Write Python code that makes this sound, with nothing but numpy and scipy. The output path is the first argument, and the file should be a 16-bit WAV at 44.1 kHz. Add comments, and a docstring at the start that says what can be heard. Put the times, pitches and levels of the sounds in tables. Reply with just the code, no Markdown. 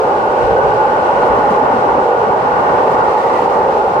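"""Coaches below a footbridge

Railway coaches roll steadily away. Rough wheels drive the sleepers, the rails and their own rims into
broad resonances that swell and sink in pitch as each pair of bogies passes, over a rumble and a steely
hiss. Wheels knock faintly on rail joints and scuff the rail, and a breeze brushes the microphone."""
import sys
import numpy as np
from scipy.fft import rfft, irfft, next_fast_len
from scipy.io import wavfile
from scipy.ndimage import uniform_filter1d, minimum_filter1d, map_coordinates

SR = 44100
rng = np.random.default_rng(int(sys.argv[2]) if len(sys.argv) > 2 else 0)


def master_out(mix):
    """Clip the mix to full scale and print it as 16-bit PCM to the path in sys.argv[1]."""
    frames = np.transpose(np.atleast_2d(mix))
    ceiling = np.clip(frames, -1, 1)
    pcm = np.round(ceiling * 32767).astype(np.int16)
    wavfile.write(sys.argv[1], SR, pcm)


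N = 176400

# The bright spectrum of rubbing steel. Each row: frequency in Hz, relative density in dB.
SIZZLE_SPECTRUM = [(3000, -26), (7000, 4), (8300, -4), (9300, -2.5), (12000, -1.5), (15700, -14.5)]


def amp(db):
    """Amplitude grows tenfold for every 20 dB."""
    return 10 ** (np.asarray(db) / 20)


def unit(x):
    """Normalisation scales a signal to rms 1."""
    return x / np.sqrt(np.mean(abs(x) ** 2) + 1e-20)


def along(points, hz):
    """Interpolation joins (Hz, value) points on a logarithmic frequency axis."""
    f, v = np.transpose(points)
    return np.interp(np.log(hz + 1), np.log(f + 1), v)


def curves(rows):
    """Linear interpolation turns each column after the time into one value per sample."""
    s, *cols = np.transpose(rows)
    return [np.interp(np.arange(N) / SR, s, c) for c in cols]


def wobble(rate):
    """A spline through random knots, rate of them a second, fluctuates smoothly."""
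    return map_coordinates(rng.standard_normal(1000), [np.arange(N) * rate / SR], mode="mirror")


def filtered(x, response):
    """A linear filter multiplies the spectrum by its frequency response."""
    m = next_fast_len(N + SR // 2)
    return irfft(rfft(x, m) * response(np.fft.rfftfreq(m, 1 / SR)), m)[..., :N]


def spread(pair, alike, pan_db):
    """Mid-side mixing gives two independent signals a correlation (alike) and a balance (left over right)."""
    turn = np.arccos(np.clip(alike, -1, 1)) / 2
    mid, side = np.cos(turn) * pair[0], np.sin(turn) * pair[1]
    return np.array([(mid + side) * amp(pan_db / 2), (mid - side) * amp(-pan_db / 2)])


def rush(spectrum, alike, pan):
    """Spectral shaping colours stereo noise of rms 1; alike and pan are numbers or (Hz, value) points."""
    hz = np.fft.rfftfreq(N, 1 / SR)
    read = lambda v: along(v, hz) if np.ndim(v) else v
    coloured = rfft(rng.standard_normal((2, N))) * amp(along(spectrum, hz))
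    return unit(irfft(spread(coloured, read(alike), read(pan)), N))


def resonance(hz, width_hz, alike, pan_db, evenness=0.27):
    """A randomly driven mode gives a noise band, here of rms 1; many wheels even out its level."""
    offset_hz = np.fft.fftfreq(N, 1 / SR)
    shape = 1 / (1 + (offset_hz / width_hz) ** 2) ** 2
    drive = rng.standard_normal((2, N)) + 1j * rng.standard_normal((2, N))
    envelope = spread(np.fft.ifft(drive * shape), alike, pan_db)
    power = abs(uniform_filter1d(np.mean(abs(envelope) ** 2, axis=0), size=3000)) + 1e-20
    carrier = np.exp(2j * np.pi * np.cumsum(hz * np.ones(N)) / SR)
    return unit((envelope / power ** (evenness / 2) * carrier).real)


def track():
    """Forced vibration: sleepers and rails swell under the bogies, their pitch swinging once a coach."""
    # Track modes. Each row: frequency in Hz, width in Hz, level in dB, share of the sleepers' swell,
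    # pitch swing in Hz, left-right correlation, balance in dB.
    modes = [(397, 67, -26, 0.52, -14.5, 0.93, -4.5), (473.2, 79, -21, 1.3, 24.5, 1, -1.5),
             (560.6, 103, -21, .8, 10, 0.94, -1), (771, 94, -22, 0.45, 6, 1, 1.9),
             (859, 132, -20.5, 0.1, 10.5, 0.8, 1)]
    # The sleepers' drone, the rail's narrow ring and its high singing.
    # Each row: time in seconds, relative level in dB.
    sleeper_swell = [(0, 0), (.2, -2.5), (.55, 4.5), (.75, 1), (.97, -2), (1.25, 1.5), (1.8, -2.5),
                     (2.07, 2.6), (2.55, -5), (2.85, 3), (3, -2.5), (3.3, -1), (3.58, 1), (3.7, -.5),
                     (3.85, 1.3), (3.92, -4.5)]
    ring_levels = [(0, -33), (.4, -32), (.72, -21.5), (1.3, -29.5), (1.5, -29), (1.72, -24), (2.3, -25),
                   (2.7, -23), (3.1, -22.5), (3.35, -26), (3.55, -21.5), (3.85, -22), (4, -29)]
    sing_levels = [(0, -46), (.5, -39.5), (.9, -42), (1.15, -39.5), (1.5, -41), (2, -42.5), (2.35, -43.5),
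                   (2.8, -40), (3.15, -44.5), (3.42, -41), (3.6, -46.5), (3.73, -43), (4, -47.5)]
    first_bogie_s, coach_period_s = .54, .775
    swell_db, = curves(sleeper_swell)
    ring_db, = curves(ring_levels)
    sing_db, = curves(sing_levels)
    bend = -np.sin(2 * np.pi * (np.arange(N) / SR - first_bogie_s) / coach_period_s)
    drone = sum(amp(db + share * swell_db) * resonance(hz + swing * bend, width, alike, pan)
                for hz, width, db, share, swing, alike, pan in modes)
    sing = resonance(hz=2750, width_hz=530, alike=.2, pan_db=-0.5)
    ring = resonance(hz=860.5 + 10 * bend, width_hz=52, alike=0.82, pan_db=-2.0, evenness=1.0)
    return drone + amp(sing_db) * sing + amp(ring_db + 2) * ring


def wheels():
    """Wheel modes: the rims ring in a slowly sinking band amid broader ones; one briefly rings higher."""
    # The rims' ring and the higher ring. Each row: time in seconds, pitch in Hz, level in dB.
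    rim_path = [(0, 1440, -34), (.25, 1450, -27), (.52, 1490, -25), (.82, 1475, -23.5), (1.05, 1452, -24),
                (1.45, 1430, -25.5), (1.7, 1440, -26), (1.95, 1435, -28), (2.12, 1445, -25),
                (2.35, 1440, -29.5), (2.68, 1480, -23), (2.87, 1450, -35), (3.02, 1435, -20.5),
                (3.14, 1420, -33.5), (3.4, 1390, -30.5), (3.65, 1385, -35.5), (3.78, 1415, -26.5),
                (4, 1415, -30)]
    high_path = [(3.15, 1970, -60), (3.27, 1960, -34), (3.42, 1940, -39), (3.7, 1840, -44.5),
                 (3.95, 1800, -61.5)]
    # Broad modes. Each row: frequency in Hz, width in Hz, relative level in dB, correlation, balance in dB.
    modes = [(1069.6, 280, 10.5, 0.21, -1.5), (1844, 160, -3.5, 0.36, -0.5), (2057, 380, -7, 0.35, -6)]
    # Their common gain. Each row: time in seconds, gain in dB.
    mode_gains = [(0, -40.5), (.6, -39), (1.1, -36), (1.5, -33), (2, -38), (2.35, -39), (2.6, -33.5),
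                  (3, -33), (3.3, -33.5), (3.6, -39), (4, -42.5)]
    rim_hz, rim_db = curves(rim_path)
    high_hz, high_db = curves(high_path)
    broad_db, = curves(mode_gains)
    broad = sum(amp(db) * resonance(hz, width, alike, pan, evenness=0.18)
                for hz, width, db, alike, pan in modes)
    rim = amp(rim_db) * resonance(rim_hz, width_hz=98, alike=-0.88, pan_db=8.0)
    high = amp(high_db) * resonance(high_hz, width_hz=77, alike=.6, pan_db=-3.5)
    return rim + high + amp(broad_db) * broad


def roar():
    """Rolling noise: the whole train radiates a broadband rumble that wavers in level."""
    spectrum = [(20, -34), (40, -17), (62, -15), (125, -8.5), (175, -10), (250, -5.5), (315, -7),
                (500, 0.5), (680, -2), (950, 1.5), (1120, -3.5), (1300, -4.5), (1480, -11), (1640, -19.5),
                (2300, -31), (3200, -46), (6000, -76)]  # Each row: frequency in Hz, relative density in dB.
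    likeness = [(40, 0.77), (90, 1), (200, 0.93), (480, 0.97), (680, 0.42), (880, 0.61), (1000, -0.38),
                (1150, 0.058), (1350, -1.02), (1650, 0.73)]  # Each row: frequency in Hz, left-right correlation.
    balance = [(40, -7.5), (90, 2.5), (170, -2), (500, 3.5), (700, -5), (1050, -4), (1300, -0.5),
               (1600, 7.5), (2300, -13.5)]  # Each row: frequency in Hz, balance in dB.
    return amp(-15.5 + 1.5 * wobble(rate=8.36)) * rush(spectrum, likeness, balance)


def hiss():
    """Friction of steel on steel gives a steady hiss, with a bright sizzle that comes and goes."""
    spectrum = [(1200, -15.5), (2200, 6.5), (3000, -0.5), (3400, -1), (4200, -2.5), (5200, -5), (6200, -9),
                (7200, -14), (8100, -12), (9200, -21.5), (11000, -20.5), (13000, -30.5), (15700, -36)]  # Each row: frequency in Hz, relative density in dB.
    balance = [(2800, 1.5), (3900, -2), (4600, -1), (6200, -1), (8000, -5), (10000, 1.5)]  # Each row: frequency in Hz, balance in dB.
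    # Envelopes of the hiss and the sizzle. Each row: time in seconds, relative level in dB.
    hiss_levels = [(0, -46.5), (.1, -47), (.35, -46.5), (.52, -45), (.6, -46.5), (1.1, -45.5),
                   (1.27, -45.5), (1.34, -47), (1.42, -46), (1.51, -44.7), (1.57, -47), (1.68, -47.5),
                   (1.73, -46), (2.2, -47.5), (2.34, -48.5), (2.5, -46.5), (3.05, -45.5), (3.43, -44.5),
                   (3.55, -45.5), (3.61, -48), (3.74, -45.7), (3.92, -48)]
    sizzle_levels = [(0, -59.5), (.12, -63.5), (.35, -65), (.5, -58.5), (.62, -64.5), (1.1, -63),
                     (1.28, -60), (1.5, -62), (1.6, -67.5), (2.15, -61), (2.35, -67.5), (2.7, -62),
                     (3.1, -59), (3.2, -56.5), (3.44, -56.5), (3.55, -57), (3.63, -60), (3.76, -58.5),
                     (4, -66)]
    hiss_db, = curves(hiss_levels)
    sizzle_db, = curves(sizzle_levels)
    flutter_db = 0.67 * wobble(rate=16)
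    body = amp(7.5 + hiss_db + flutter_db) * rush(spectrum, alike=-.1, pan=balance)
    sizzle = amp(sizzle_db + 2.2 * flutter_db) * rush(SIZZLE_SPECTRUM, alike=.05, pan=-.6)
    return body + sizzle


def breeze():
    """Turbulent pressure: wind buffets the microphone ports in soft, low lumps."""
    gusts = [(0, -47), (.36, -49), (.41, -30.5), (.7, -32), (.95, -41.5), (1.28, -34.5), (1.5, -37),
             (1.65, -50), (2.3, -47.5), (4, -58)]  # Each row: time in seconds, mean level in dB.
    spectrum = [(15, -34), (28, -16), (42, 1), (75, -0.5), (120, -0.5), (250, -33), (800, -82)]  # Each row: frequency in Hz, relative density in dB.
    gust_db, = curves(gusts)
    return amp(gust_db + 2.5 * wobble(rate=18)) * rush(spectrum, alike=0.24, pan=-11.5)


def joints():
    """Impact excitation: a wheel crossing a joint gives a dull thud, a short shudder and a faint tick."""
    # Each row: start in seconds, thud level in dB, thud frequency in Hz, tick level in dB.
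    impacts = [(0.031, -22, 226, -53), (0.524, -21, 182, -54.5), (1.156, -29, 200, -46.5),
               (1.265, -30, 116, -48), (1.382, -20, 253, -52), (1.503, -15.5, 197, -42),
               (1.613, -15.5, 265, -64.5), (1.732, -20.5, 247, -52), (1.756, -22.5, 228, -58),
               (1.946, -21.5, 242, -60), (1.977, -21, 236, -53), (2.3, -28, 83, -68.5),
               (2.897, -23, 159, -47.5), (3.41, -23, 269.5, -48), (3.715, -27, 220, -52)]
    tick_spectrum = [(800, -5.5), (2500, -3.5), (5000, 2), (8000, -6.5), (10000, -12), (15700, -19.5)]  # Each row: frequency in Hz, relative density in dB.
    thud_rise_s, noise_rise_s, tick_t60_s = .009, .003, .2
    shudder_db, shudder_t60_s, shudder_octaves = -6, 0.19, .5
    out = np.zeros((2, N))
    for start, thud_db, hz, tick_db in impacts:
        t = np.maximum(np.arange(N) / SR - start, 0)
        push = (t / thud_rise_s * np.exp(1 - t / thud_rise_s)) ** 2
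        thud = push * np.sin(2 * np.pi * (hz * t + rng.random()))
        band = lambda f: np.exp(-.5 * (np.log2((f + 1) / hz) / shudder_octaves) ** 2)
        shudder = unit(filtered(rng.standard_normal(N), band))
        shudder *= amp(thud_db + shudder_db - 60 * t / shudder_t60_s)
        tick = rush(tick_spectrum, alike=.1, pan=-.8) * amp(tick_db - 60 * t / tick_t60_s)
        out += amp(thud_db) * thud + (1 - np.exp(-t / noise_rise_s)) * (shudder + tick)
    return out


def surges():
    """Narrowband resonance: rough wheels make the rail's ring surge briefly on an almost pure note."""
    # Each row: time of the peak in seconds, length in seconds, pitch in Hz, level in dB.
    swells = [(.12, .08, 860, -19), (.83, .16, 855, -18.5), (1.472, .1, 840, -11.5), (1.595, .1, 856, -13),
              (2.98, .13, 867, -13.5), (3.155, .06, 861, -16.5)]
    out = np.zeros((2, N))
    for peak, length, hz, db in swells:
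        swell = np.cos(np.pi * np.clip((np.arange(N) / SR - peak) / length, -.5, .5))
        out += amp(db) * swell * resonance(hz, width_hz=26, alike=1.0, pan_db=-2.5, evenness=1.0)
    return out


def scrapes():
    """Sliding friction: a wheel scuffs the rail in a short, gritty flick of sizzle."""
    scuffs = [(1.27, -56), (1.51, -54.5), (2.92, -55), (3.19, -56), (3.425, -52.5), (3.54, -56)]  # Each row: time of the peak in seconds, level in dB.
    half_width_s, grit_db = .022, 2.2
    t = np.arange(N) / SR
    flicks = sum(amp(db) * np.exp(-((t - peak) / half_width_s) ** 2) for peak, db in scuffs)
    grit = amp(grit_db * wobble(rate=240))
    return flicks * unit(grit * rush(SIZZLE_SPECTRUM, alike=.1, pan=-1.2))


def scene():
    """Superposition: the train reaches the two ports slightly out of phase; the breeze blows on them."""
    port_phase = [(650, 0), (740, 0.55), (880, -0.17), (1100, .8), (1350, -0.19), (1750, -.3), (2450, 1.2),
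                  (3000, 0)]  # Each row: frequency in Hz, lead of the left port in radians.
    phase_shift = lambda hz: np.exp(.5j * np.outer([1, -1], along(port_phase, hz)))
    train = track() + surges() + wheels() + roar() + hiss() + scrapes() + joints()
    return filtered(train, phase_shift) + breeze()


def record(dry):
    """Peak limiting holds down the highest peaks, and a low-pass filter limits the bandwidth."""
    ceiling, smoothing_s, top_hz = .93, .012, 15720
    needed_gain = np.minimum(1, ceiling / (abs(dry).max(axis=0) + 1e-9))
    size = int(smoothing_s * SR)
    gain = uniform_filter1d(minimum_filter1d(needed_gain, size=2 * size), size=size)
    return filtered(dry * gain, lambda hz: hz < top_hz)


dry = scene()
out = record(dry)
master_out(out)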